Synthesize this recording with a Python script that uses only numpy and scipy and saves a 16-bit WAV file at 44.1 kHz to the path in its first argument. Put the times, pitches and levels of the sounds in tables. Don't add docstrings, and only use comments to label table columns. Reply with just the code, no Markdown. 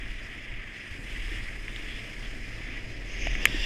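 import sys
import numpy as np
from scipy import signal
from scipy.fft import rfft, irfft
from scipy.io import wavfile
from scipy.ndimage import uniform_filter1d

SR = 44100
rng = np.random.default_rng(int(sys.argv[2]) if len(sys.argv) > 2 else 0)


def transcribe(u):
    v = np.clip(np.atleast_2d(u).T, -1, 1)
    q = np.round(v * 32767).astype(np.int16)
    wavfile.write(sys.argv[1], SR, q)


N = 160965
T = np.arange(N) / SR


def amp(db):
    return 10 ** (np.asarray(db) / 20)


def unit(x):
    return x / np.sqrt(np.mean(x ** 2) + 1e-20)


def curve(rows, column=1):
    rows = np.array(rows)
    return np.interp(T, rows[:, 0], rows[:, column])


def spectrum(tone, hz):
    table_hz, db = np.transpose(tone)
    return np.interp(np.log(hz + 1), np.log(table_hz), db)


def add(mix, start_s, sound):
    part = mix[round(start_s * SR):][:len(sound)]
    part += sound[:len(part)]


def noise(tone):
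    gain = amp(spectrum(tone, np.fft.rfftfreq(N, 1 / SR)))
    return unit(irfft(rfft(rng.standard_normal(N)) * gain, N))


def uneven_snow(sound, patch_db, flicker_db):
    bands = signal.stft(sound, nperseg=256, noverlap=192)[2]
    patches = uniform_filter1d(rng.standard_normal(bands.shape), size=5, axis=0)
    patches = unit(uniform_filter1d(patches, size=24, axis=1))
    flicker = unit(uniform_filter1d(rng.standard_normal(bands.shape[1]), size=9))
    bands *= amp(patch_db * patches + flicker_db * flicker)
    return unit(signal.istft(bands, nperseg=256, noverlap=192)[1][:N])


# (frequency [Hz], level [dB])
CASE_TONE = [(100, -24), (900, -27), (1200, -17), (1400, -18), (1520, -21), (1700, -3), (2000, 0),
             (2430, -1), (2700, -7.5), (3300, -13), (3700, -24), (5400, -26), (6400, -23), (6800, -15.5),
             (7600, -24), (8600, -21), (10000, -28), (11250, -19), (12600, -25), (13200, -34), (15200, -36)]
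def case_ring(main_hz, treble_db, lag_s=.0004, lag_width_hz=1430):
    hz = np.fft.rfftfreq(4096, 1 / SR)
    shifted_hz = np.interp(hz, [0, main_hz, 11000, SR], [0, 2000, 11000, SR])
    db = spectrum(CASE_TONE, shifted_hz) + treble_db * np.maximum(hz - 3000, 0) / 9000
    log_gain = np.log(amp(np.r_[db, db[-2:0:-1]]))
    struck = np.exp(np.conj(signal.hilbert(log_gain)))[:len(hz)]
    lag = lag_s * np.exp(-((hz - main_hz) / lag_width_hz) ** 2)
    wave = irfft(struck * np.exp(-2j * np.pi * np.cumsum(lag) * hz[1]))[:2048]
    return wave / abs(wave).max()


# (frequency [Hz], level [dB])
GLIDE_TONE = [(500, -24), (1000, -19.5), (1200, -14), (1450, -13.5), (1680, -3.5), (2000, 1), (2450, -3),
              (2650, -5.5), (2950, -7), (3150, -9), (3430, -10.5), (3800, -20), (4500, -23), (5030, -15),
              (5700, -24), (6900, -24), (7700, -26), (8500, -23), (9300, -29), (10300, -28.5),
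              (11700, -35.5), (12300, -34.5), (13500, -43), (15200, -40)]
# (time [s], hiss near 2 kHz [dB], rasp near 3 kHz [dB], sizzle near 5 kHz [dB], fine spray [dB])
GLIDE_LEVELS = [(0, -44, -52, -62.5, -67.5), (.12, -44.5, -49.5, -58.5, -66), (.4, -43.5, -51, -60.5, -68),
                (.6, -44.5, -51.5, -63, -71.5), (.79, -45.5, -51, -58, -67.5), (.9, -43, -50.5, -60, -66),
                (1.02, -45, -53, -59, -63), (1.1, -41.5, -47, -55.5, -60.5), (1.33, -42, -45, -54.5, -60),
                (1.48, -42, -50.5, -56.5, -63), (1.6, -46, -52, -57.5, -63),
                (1.76, -43.5, -47.5, -56.5, -62.5), (2.2, -44.5, -50, -56, -63.5),
                (2.48, -45.5, -52.5, -56.5, -65), (2.75, -41.5, -48, -56.5, -67.5),
                (2.88, -47.5, -53, -56, -67.5), (3.06, -47, -52.5, -57.5, -68),
                (3.3, -41, -43, -54.5, -64.5)]
# (start [Hz], width [Hz])
RANGE_BORDERS = [(2250, 580), (3700, 300), (6000, 2040)]
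def glide(trim_db, grains_per_s=400, grain_spread_db=2, grain_db=-10):
    hits = (rng.random(N) < grains_per_s / SR) * rng.choice([-1, 1], N)
    strength = amp(grain_spread_db * np.minimum(rng.exponential(1, N), 4))
    grains = unit(signal.oaconvolve(hits * strength, case_ring(1950, treble_db=-10))[:N])
    rubbing = uneven_snow(noise(GLIDE_TONE), patch_db=1.14, flicker_db=0.98)
    whole = rfft(rubbing + amp(grain_db) * grains)
    hz = np.fft.rfftfreq(N, 1 / SR)
    above = [1] + [np.clip((hz - start) / width, 0, 1) for start, width in RANGE_BORDERS] + [0]
    out = np.zeros(N)
    for k in range(len(RANGE_BORDERS) + 1):
        band = unit(irfft(whole * (above[k] - above[k + 1]), N))
        out += band * amp(trim_db + curve(GLIDE_LEVELS, column=k + 1))
    return out


# (frequency [Hz], level [dB])
RUMBLE_TONE = [(25, -7), (60, -4.5), (78, -3.5), (115, 4), (160, -8), (220, -4), (320, -5), (420, -9.5),
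               (520, -13), (670, -13.5), (850, -22), (1300, -23), (3000, -55)]
# (time [s], level [dB])
RUMBLE_LEVELS = [(0, -47.5), (.3, -49), (.58, -48.5), (.8, -49.5), (1.0, -47.5), (1.33, -47), (1.55, -48),
                 (1.8, -45.5), (2.1, -45.5), (2.39, -47), (2.67, -45), (3.05, -46), (3.27, -43.5),
                 (3.46, -40.5), (3.64, -47)]
# (time [s], level [dB], pitch [Hz], time to fade by 60 dB [s])
LUMP_KNOCKS = [(0.529, -36, 111, 0.079), (.905, -32.5, 80, .14), (1.314, -35, 327, 0.071),
               (1.351, -34, 84, 0.11), (2.685, -36.5, 284, 0.066), (2.859, -31.5, 109.4, 0.13),
               (3.2692, -21.5, 670, 0.024), (3.544, -22, 304, 0.047)]
def board():
    out = uneven_snow(noise(RUMBLE_TONE), patch_db=1.0, flicker_db=1.07) * amp(curve(RUMBLE_LEVELS))
    t = np.arange(0, .2, 1 / SR)
    for start_s, db, hz, fade_s in LUMP_KNOCKS:
        rise = np.minimum(hz * t, 1)
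        add(out, start_s, rise * amp(db - 60 * t / fade_s) * np.sin(2 * np.pi * hz * t))
    return out


# (frequency [Hz], level [dB])
WIND_TONE = [(10, -13), (24, -8), (35.5, -4), (42, -3.5), (50, -20), (80, -25), (200, -55), (600, -96)]
# (time [s], level [dB])
GUST_LEVELS = [(0.0, -35), (0.1, -34), (0.34, -45.5), (0.56, -34.5), (0.87, -59), (0.89, -40.5),
               (1.0, -43.5), (1.19, -31.5), (1.73, -38.5), (1.96, -35.5), (2.06, -44.5), (2.25, -34.5),
               (2.54, -38), (3.11, -36.5), (3.32, -26), (3.49, -35), (3.61, -25.5), (3.64, -30)]
def wind(trim_db, steadiness):
    flutter = noise(WIND_TONE)
    swing = np.sqrt(uniform_filter1d(abs(signal.hilbert(flutter)) ** 2, size=3000))
    return unit(flutter / swing ** steadiness) * amp(trim_db + curve(GUST_LEVELS))


# (time [s], level [dB], ring pitch [Hz], treble change at 12 kHz [dB])
CRUMB_HITS = [(.2533, -34, 1940, -18), (.3287, -29.5, 2050, -23), (.5397, -32, 2260, -22),
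              (.676, -33, 2040, -20), (1.4571, -32, 2000, -20), (1.6815, -21, 1930, -32),
              (1.7617, -27.5, 3370, -12), (1.9016, -32, 1970, -20), (3.2698, -22.5, 2500, -20),
              (3.2718, -21, 1910, -22), (3.3525, -19, 1930, -29), (3.3717, -45, 2920, -22),
              (3.4549, 0.5, 1996, -0.5), (3.4573, -13, 2420, -5), (3.4616, -27, 2000, 0),
              (3.4706, -20, 1970, -31), (3.5159, -32, 1830, -18)]
def crumb_ticks(fizz_db=-18.5, fizz_fade_s=0.028, fizz_treble_db=-8):
    out, t = np.zeros(N), np.arange(2048) / SR
    for start_s, db, hz, treble_db in CRUMB_HITS:
        crumble = rng.standard_normal(len(t)) * amp(-60 * t / fizz_fade_s)
        dull_ring = case_ring(hz, treble_db + fizz_treble_db)
        fizz = signal.fftconvolve(crumble, dull_ring)[:len(t)] / np.linalg.norm(dull_ring)
        add(out, start_s, amp(db) * (case_ring(hz, treble_db) + amp(fizz_db) * fizz))
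    return out


# (frequency [Hz], level [dB])
BRUSH_TONE = [(1200, -35), (2300, 0), (2900, -2), (3400, 9), (3800, -21), (5000, -16), (6000, -33),
              (12000, -44)]
# (time [s], length [s], level [dB])
EDGE_BRUSHES = [(1.847, 0.15, -45.5), (2.2, 0.085, -49)]
def edge_brushes():
    swish = noise(BRUSH_TONE)
    return sum(swish * amp(db) * np.sin(np.pi * np.clip((T - start_s) / length_s, 0, 1))
               for start_s, length_s, db in EDGE_BRUSHES)


def scrape(tone, levels):
    rubbing = uneven_snow(noise(tone), patch_db=1.3, flicker_db=1.1)
    return rubbing * amp(curve(levels)) * (T > levels[0][0])


# (frequency [Hz], level [dB])
BITE_TONE = [(300, -4), (700, -14.5), (1000, -41), (1500, -15), (2000, 2.5), (2450, 5), (3000, 0.5),
             (3500, -17), (4100, -28), (5100, -4.5), (5650, -11), (6550, -5), (7300, -37), (9300, -47),
             (11200, -30), (13500, -52)]
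# (time [s], level [dB])
BITE_LEVELS = [(3.02, -78), (3.09, -43.5), (3.18, -48.5), (3.21, -37.5), (3.33, -41.5), (3.42, -45.5),
               (3.48, -60)]
def edge_bite():
    return scrape(BITE_TONE, BITE_LEVELS)


# (frequency [Hz], level [dB])
SKID_TONE = [(300, -12), (1000, -20), (1400, -32), (1850, 0), (2300, -28), (2750, 1), (3150, -12),
             (3480, -3), (4150, -25), (5000, -10), (5600, -16), (6600, -31), (7150, -22), (7800, -29),
             (11200, -37), (13300, -43), (15100, -37)]
# (time [s], level [dB])
SKID_LEVELS = [(3.40, -53), (3.43, -40), (3.47, -42), (3.50, -42), (3.55, -38.5), (3.60, -36), (3.65, -37)]
def edge_skid():
    return scrape(SKID_TONE, SKID_LEVELS)


def scene():
    ride = glide(trim_db=-0.4) + board() + wind(trim_db=-0.97, steadiness=0.78)
    return (ride + crumb_ticks() + edge_brushes() + edge_bite() + edge_skid())[None]


def record(dry):
    low_pass = signal.firwin(511, cutoff=15350, window=("kaiser", 9), fs=SR)
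    return signal.oaconvolve(dry, low_pass[None], "same")


dry = scene()
out = record(dry)
transcribe(out)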